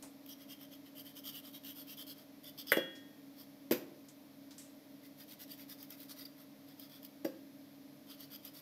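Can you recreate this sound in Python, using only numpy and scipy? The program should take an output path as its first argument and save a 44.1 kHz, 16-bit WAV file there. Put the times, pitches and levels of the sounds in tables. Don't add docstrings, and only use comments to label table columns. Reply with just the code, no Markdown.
import sys
import numpy as np
from scipy import signal
from scipy.fft import rfft
from scipy.io import wavfile
from scipy.ndimage import map_coordinates

SR = 44100
rng = np.random.default_rng(int(sys.argv[2]) if len(sys.argv) > 2 else 0)


def pcm_store(signal):
    levels = np.round(np.clip(np.atleast_2d(signal), -1, 1) * 32767)
    wavfile.write(sys.argv[1], SR, levels.astype(np.int16).T)


N = 379701

# t/s, length/s, level/dB
SAW_STROKES = [(0.274, 0.078, -56.5), (0.382, 0.078, -64.5), (0.482, 0.078, -56.5), (0.59, 0.078, -61),
               (0.706, 0.067, -60.5), (0.846, 0.056, -67), (0.951, 0.08, -56.5), (1.039, 0.087, -59),
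               (1.153, 0.058, -54.5), (1.237, 0.09, -49.5), (1.323, 0.091, -51.5), (1.431, 0.083, -57),
               (1.528, 0.06, -54.5), (1.636, 0.098, -51), (1.748, 0.098, -53.5), (1.869, 0.086, -52),
               (1.968, 0.077, -51), (2.066, 0.075, -52.5), (2.153, 0.094, -64.5), (2.433, 0.085, -56),
               (2.576, 0.055, -50), (2.666, 0.066, -51.5), (3.363, 0.09, -60), (5.023, 0.07, -65.5),
               (5.174, 0.074, -58.5), (5.276, 0.083, -57), (5.389, 0.069, -54), (5.478, 0.089, -57),
               (5.572, 0.08, -58.5), (5.682, 0.07, -53.5), (5.778, 0.087, -59), (5.892, 0.072, -58),
               (5.969, 0.1, -58.5), (6.084, 0.06, -52), (6.16, 0.092, -55.5), (6.25, 0.025, -61),
               (6.361, 0.096, -65.5), (6.668, 0.082, -69), (6.774, 0.11, -62.5), (6.892, 0.108, -62.5),
               (7.024, 0.054, -63.5), (8.07, 0.093, -58.5), (8.179, 0.092, -58), (8.302, 0.076, -55),
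               (8.428, 0.078, -57), (8.536, 0.082, -56.5)]
# f/Hz, level/dB, t60/s (time to fade by 60 dB)
BASIN_NOTES = [(172.4, -53, 0.19), (228, -38.5, 0.144), (263, -51.5, 0.38), (307, -40.5, 0.23),
               (330, -26, 0.035), (359.5, -45, 0.45), (402, -31.5, 0.05), (500, -33.5, 0.19),
               (533.3, -43.5, 0.4), (555.5, -27.5, 0.09), (652, -39, 0.14), (876, -52.5, 0.31),
               (780, -40.5, 0.055), (1132, -46.5, 0.15), (1540, -42, 0.18), (1646, -26.5, 0.047),
               (2028, -26.5, 0.034), (1614, -50.5, 0.86), (1639, -49, 0.38), (1822, -58.5, 1),
               (1856, -50.5, 0.82), (2010, -57, 0.78), (2388, -50, 0.42), (2760, -47, 0.44),
               (2854, -49, 0.56), (2900, -44, 0.3)]


def amp(db):
    return 10 ** (np.asarray(db) / 20)


def evened(x):
    return x / np.sqrt(np.mean(x ** 2) + 1e-20)


def read(points, hz):
    f, value = np.transpose(points)
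    return np.interp(np.log(hz + 1), np.log(f + 1), value)


def add(mix, start, sound):
    part = mix[max(round(start * SR), 0):][:len(sound)]
    part += sound[:len(part)]


def seconds(length):
    return np.arange(int(length * SR)) / SR


def coloured(x, tone):
    gain = amp(read(tone, np.fft.rfftfreq(len(x), 1 / SR)))
    return evened(np.fft.irfft(rfft(x) * gain, len(x)))


def pulse(tone, size=4096):
    log_gain = np.log(amp(read(tone, abs(np.fft.fftfreq(size, 1 / SR)))))
    shape = np.fft.ifft(np.exp(np.conj(signal.hilbert(log_gain)))).real
    return shape / abs(shape).max()


def drift(rate):
    knots = rng.standard_normal(int(N / SR * rate) + 4)
    return evened(map_coordinates(knots, [np.arange(N) * rate / SR], order=2))


def ticks(per_s, spread_db):
    size = amp(spread_db * np.minimum(rng.exponential(1, N), 4)) * rng.choice([-1, 1], N)
    return evened(size * (rng.random(N) < per_s / SR))


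def resonate(x, hz, width_hz):
    turn = np.exp(2j * np.pi * np.cumsum(hz) / SR)
    decay = np.exp(-np.pi * width_hz / SR)
    return evened((turn * signal.lfilter([1], np.poly([decay, decay]), x / turn)).real)


def ring(notes, lowest_hz, highest_hz):
    t = seconds(1)
    out = np.zeros(len(t))
    for k, (hz, db, t60) in enumerate(notes):
        weakening = np.hypot(1, (hz / highest_hz) ** 2 + (lowest_hz / hz) ** 2)
        out += (-1) ** k * amp(db - 60 * t / t60) * np.sin(2 * np.pi * hz * t) / weakening
    return out


def room(x, wet_db, gap_s=0.005):
    # f/Hz, t60/s
    fade_times = [(150, 0.47), (500, 0.63), (2000, 0.35), (6000, 0.32), (14000, 0.24)]
    echoes = rng.standard_normal(SR) * (rng.random(SR) < 4000 / SR)
    hz, t, bands = signal.stft(echoes, SR, nperseg=256)
    tail = signal.istft(bands * amp(-60 * t / read(fade_times, hz)[:, None]), SR, nperseg=256)[1]
    tail[:int(gap_s * SR)] = 0
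    return x + amp(wet_db) * signal.fftconvolve(x, tail / np.linalg.norm(tail))[:N]


def fan(turns_per_s=5.0, throb=0.25, waver=0.14, air_db=-62.5):
    # f/Hz, level/dB
    motor_notes = [(105, -81), (145.5, -75), (207.7, -70.5), (276.6, -59.5), (300, -66.5), (602, -75)]
    # f/Hz, level/dB
    air_tone = [(30, -56), (55, -52), (80, -24), (110, -17), (148, -5), (188, -7.5), (235, -1.5), (285, 1),
                (330, -7), (385, -16), (450, -8), (520, -9.5), (600, -4), (700, -12.5), (1200, -26)]
    t = np.arange(N) / SR
    clock = t + 0.00015 * drift(1.48)
    out = amp(air_db) * coloured(rng.standard_normal(N), air_tone + [(4000, -63)])
    turn = 2 * np.pi * (turns_per_s * t + 0.17 * drift(2.11))
    for hz, db in motor_notes:
        level = 1 + throb * np.sin(turn + 2 * np.pi * rng.random()) + waver * drift(9.7)
        out += amp(db) * np.sqrt(2) * level * np.sin(2 * np.pi * (hz * clock + rng.random()))
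    return out


def hiss(level_db=-66.5):
    # f/Hz, level/dB
    hiss_tone = [(530, -14), (900, -11), (1080, -8), (1170, -9.5), (1440, -11), (1540, -10.5), (2130, -8),
                 (2950, -13), (3210, -9.5), (5310, -10.5), (8270, -23), (13200, -9), (15800, -20)]
    return amp(level_db) * coloured(rng.standard_normal(N), hiss_tone)


def far_clicks(below_db=-7, above_db=-15):
    # t/s, level/dB, f/Hz, t60/s
    clicks = [(0.025, -51, 8600, 0.22), (0.030, -56, 720, 0.28), (2.953, -58.5, 5400, 0.21),
              (4.085, -57, 7300, 0.16), (4.508, -56.5, 5150, 0.21), (4.581, -51.5, 8000, 0.34)]
    out, t = np.zeros(N), seconds(.4)
    for start, db, hz, t60 in clicks:
        hump = [(hz / 20, 2 * below_db), (hz / 2, below_db), (hz, 0),
                (hz * 2, above_db), (hz * 10, 2 * above_db)]
        add(out, start, amp(db - 60 * t / t60) * coloured(rng.standard_normal(len(t)), hump))
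    return out


def snapping(t60=.028):
    # t/s, level/dB
    big_snaps = [(0.2624, -40.5), (0.2932, -40), (1.973, -41), (2.0692, -45), (2.442, -40), (2.671, -36),
                 (5.517, -35.5), (5.698, -36), (5.8283, -36.5), (5.905, -35), (6.002, -39), (6.0312, -41),
                 (6.254, -41), (6.797, -36), (7.0304, -42), (7.0494, -35), (8.2067, -38.5), (8.3596, -38.5),
                 (8.45, -35.5)]
    # f/Hz, level/dB
    snap_tone = [(1500, -31), (3200, 0.5), (4000, -15), (5000, -4.5), (7500, -14.5), (11000, -7),
                 (13300, 6), (16000, -2)]
    out, t = np.zeros(N), seconds(0.038)
    for start, db in big_snaps + small_snaps():
        burst = coloured(rng.standard_normal(len(t)), snap_tone) * amp(-60 * t / t60)
        add(out, start, amp(db) * burst / abs(burst).max())
    return out


def small_snaps(catch_db=-1, bones_per_s=11, bone_db=-48, spread_db=2):
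    count = len(SAW_STROKES)
    draws = zip(SAW_STROKES, rng.random((count, 2)), rng.standard_normal(count))
    bones = [(start + place * length, bone_db + spread_db * size)
             for (start, length, _), (chance, place), size in draws if chance < bones_per_s * length]
    return [(start, db + catch_db) for start, _, db in SAW_STROKES] + bones


def sawing(rasp_db=2.0, low_db=-3.5, high_db=-7.5, rub_db=-14, swell=1.16, bite=0.31, body_db=-2.0):
    # f/Hz, level/dB
    rasp_tone = [(2000, -23), (3300, -5.5), (3800, -3.5), (4300, -9.5), (5700, -6), (7300, -15.5),
                 (9000, -12.5), (11000, -8.5), (12000, -6.5), (13300, 2.5), (14200, -5), (15000, -13.5),
                 (16000, -1.5)]
    # f/Hz, level/dB
    rub_tone = [(300, -31), (800, -8.5), (1200, 3), (1600, 1.5), (2000, 5), (2600, -5.5), (4000, -22)]
    # t/s, low ring f/Hz, low ring level/dB, high ring level/dB
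    blade_ringing = [(0.3, 3190, -1.5, -13), (1.3, 3120, -3, -13), (1.55, 3150, -8, -23),
                     (1.85, 3140, 0, -5), (2.1, 3360, -6.5, -7), (2.55, 3330, -1, 1), (3.4, 3300, -10, -1),
                     (5.2, 3360, -16, -11), (6.2, 3380, -30, -3), (6.85, 3420, -5, 0.5),
                     (8.25, 3280, -8, -2), (8.6, 3400, -15, -9)]
    firm_db, rub_growth = -58, 0.3
    teeth = ticks(per_s=9000, spread_db=3) * amp(1.7 * drift(260))
    teeth += 0.19 * ticks(per_s=120, spread_db=5.5)
    grip = drift(12)
    times, pitches, lows, highs = np.transpose(blade_ringing)
    low_hz = np.interp(np.arange(N) / SR, times, pitches)
    low_ring = resonate(teeth, low_hz * (1 + .016 * grip), width_hz=580)
    high_ring = resonate(teeth, 4850 * (1 + 0.012 * grip), width_hz=1350)
    voices = np.array([coloured(teeth, rasp_tone), low_ring, high_ring, coloured(teeth, rub_tone)])
    out, t = np.zeros(N), seconds(0.014)
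    for start, length, db in SAW_STROKES:
        progress = seconds(length) / length
        speed = evened(np.sin(np.pi * progress) ** swell + bite * (1 - progress))
        low, high = np.interp(start, times, lows), np.interp(start, times, highs)
        rub = (rub_growth - 1) * (db - firm_db)
        gains = amp([rasp_db, low + low_db, high + high_db, rub + rub_db])
        scrape = gains @ voices[:, round(start * SR):][:, :len(speed)]
        scrape *= speed[:len(scrape)]
        body = rng.standard_normal(len(t)) * amp(-60 * t / .03)
        body = amp(body_db) * body / np.linalg.norm(body)
        body[0] = 1
        add(out, start, amp(db) * signal.fftconvolve(scrape, body / np.linalg.norm(body)))
    return out


def squeaking(width_hz=260):
    # t/s, length/s, f/Hz, level/dB
    squeaks = [(0.298, 0.049, 5700, -60), (2.69, 0.02, 4770, -48.5), (4.586, 0.041, 7600, -71),
               (5.505, 0.021, 4730, -56), (6.208, 0.0223, 4840, -55), (6.249, .016, 4830, -51.5)]
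    out = np.zeros(N)
    for start, length, hz, db in squeaks + small_squeaks():
        slips = rng.standard_normal(int(length * SR))
        squeak = resonate(slips, np.full(len(slips), hz), width_hz)
        add(out, start, amp(db) * squeak * signal.windows.tukey(len(slips)))
    return out


def small_squeaks(slip_s=0.018, typical_hz=4690, scatter=0.121, slip_db=-5, max_db=-61.5):
    count = len(SAW_STROKES)
    draws = zip(SAW_STROKES, rng.random(count), rng.standard_normal(count))
    return [(start + (.2 + .4 * place) * length, slip_s, typical_hz * np.exp(scatter * pitch),
             min(db + slip_db, max_db))
            for (start, length, db), place, pitch in draws]


def clinking(crack_db=-12.5, basin_db=-0.5, blade_db=-2.5, rattle_db=-27, rattle_t60=0.072):
    # t/s, level/dB, blade ring level/dB
    strikes = [(2.7197, 3, -6.5), (2.7267, -6.5, -17), (2.7331, -18, -35), (2.7701, -34, 0.5)]
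    # f/Hz, level/dB
    strike_tone = [(60, -63), (250, -5), (550, 2), (750, -19), (1100, -8.5), (1350, -3), (1700, 5.5),
                   (2050, 0), (2500, -10.5), (3400, -5), (4200, -18), (7500, -24), (9400, -16),
                   (11000, -16.5), (13400, -5), (16000, -20.5)]
    # f/Hz, level/dB, t60/s
    blade_notes = [(3326, -33.5, 0.6), (3450, -44, 0.074), (4230, -57, 0.29), (5981, -65, .5),
                   (9324, -74, .2), (13400, -49, .15)]
    crack, metal, t = np.zeros(N), np.zeros(N), seconds(.2)
    for start, db, ring_db in strikes:
        add(crack, start, amp(db + crack_db) * pulse(strike_tone))
        rattle = coloured(rng.standard_normal(len(t)), strike_tone)
        add(crack, start, amp(db + rattle_db - 60 * t / rattle_t60) * rattle)
        add(metal, start, amp(db + basin_db) * ring(BASIN_NOTES, lowest_hz=604, highest_hz=9000))
        add(metal, start, amp(ring_db + blade_db) * ring(blade_notes, lowest_hz=600, highest_hz=14000))
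    return room(crack, wet_db=-9.5) + metal


def dropping(push_db=-26, basin_db=1, splash_t60=0.075):
    # t/s, level/dB, lowest f/Hz, highest f/Hz, splash level/dB, tool level/dB
    landings = [(2.7345, -12.5, 380, 900, -56, -62), (2.7703, 1, 255, 840, -42.5, -52),
                (3.711, 3.5, 150, 407, -32.5, -46), (3.7193, -4, 150, 458, -33.5, -51),
                (7.2469, -9, 300, 600, -49, -78), (7.2504, -3, 430, 630, -50, -49.5),
                (7.323, -26, 380, 634, -79, -80)]
    # f/Hz, level/dB
    thud_tone = [(40, -42), (100, -13), (175, 1.5), (250, -3), (330, 12), (450, -7.5), (620, -3.5),
                 (760, -12), (1100, -27), (1900, -22), (3500, -28), (6000, -32), (16000, -38.5)]
    # f/Hz, level/dB, t60/s
    tool_notes = [(4820, -1.5, 0.15), (5180, -19, 0.18), (5600, -4, 0.12)]
    # f/Hz, level/dB
    splash_tone = [(400, 4.5), (1000, -0.5), (2800, 2), (4000, -5), (5200, -1.5), (7500, -8), (10000, -12),
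                   (13300, 6), (16000, -9)]
    push, metal, splash, t = np.zeros(N), np.zeros(N), np.zeros(N), seconds(.3)
    for start, db, lowest_hz, highest_hz, splash_db, tool_db in landings:
        add(push, start, amp(db + push_db) * pulse(thud_tone))
        add(metal, start, amp(db + basin_db) * ring(BASIN_NOTES, lowest_hz, highest_hz))
        add(metal, start, amp(tool_db) * ring(tool_notes, lowest_hz=600, highest_hz=14000))
        add(splash, start, amp(splash_db - 60 * t / splash_t60))
    water = splash * coloured(ticks(per_s=9000, spread_db=2.5), splash_tone)
    return room(push, wet_db=-9.5) + metal + room(water, wet_db=-6.5)


def scene(bass_cut_hz=125):
    cutting = room(sawing() + snapping() + squeaking(), wet_db=-13.5)
    bass_cut = signal.butter(3, bass_cut_hz, "highpass", fs=SR, output="sos")
    blows = signal.sosfilt(bass_cut, clinking() + dropping())
    return (cutting + blows + hiss() + far_clicks() + fan())[None]


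def record(dry):
    top_hz = 15650
    treble_cut = signal.firwin(511, top_hz, window=("kaiser", 9), fs=SR)
    return signal.oaconvolve(dry, treble_cut[None], "same")


dry = scene()
out = record(dry)
pcm_store(out)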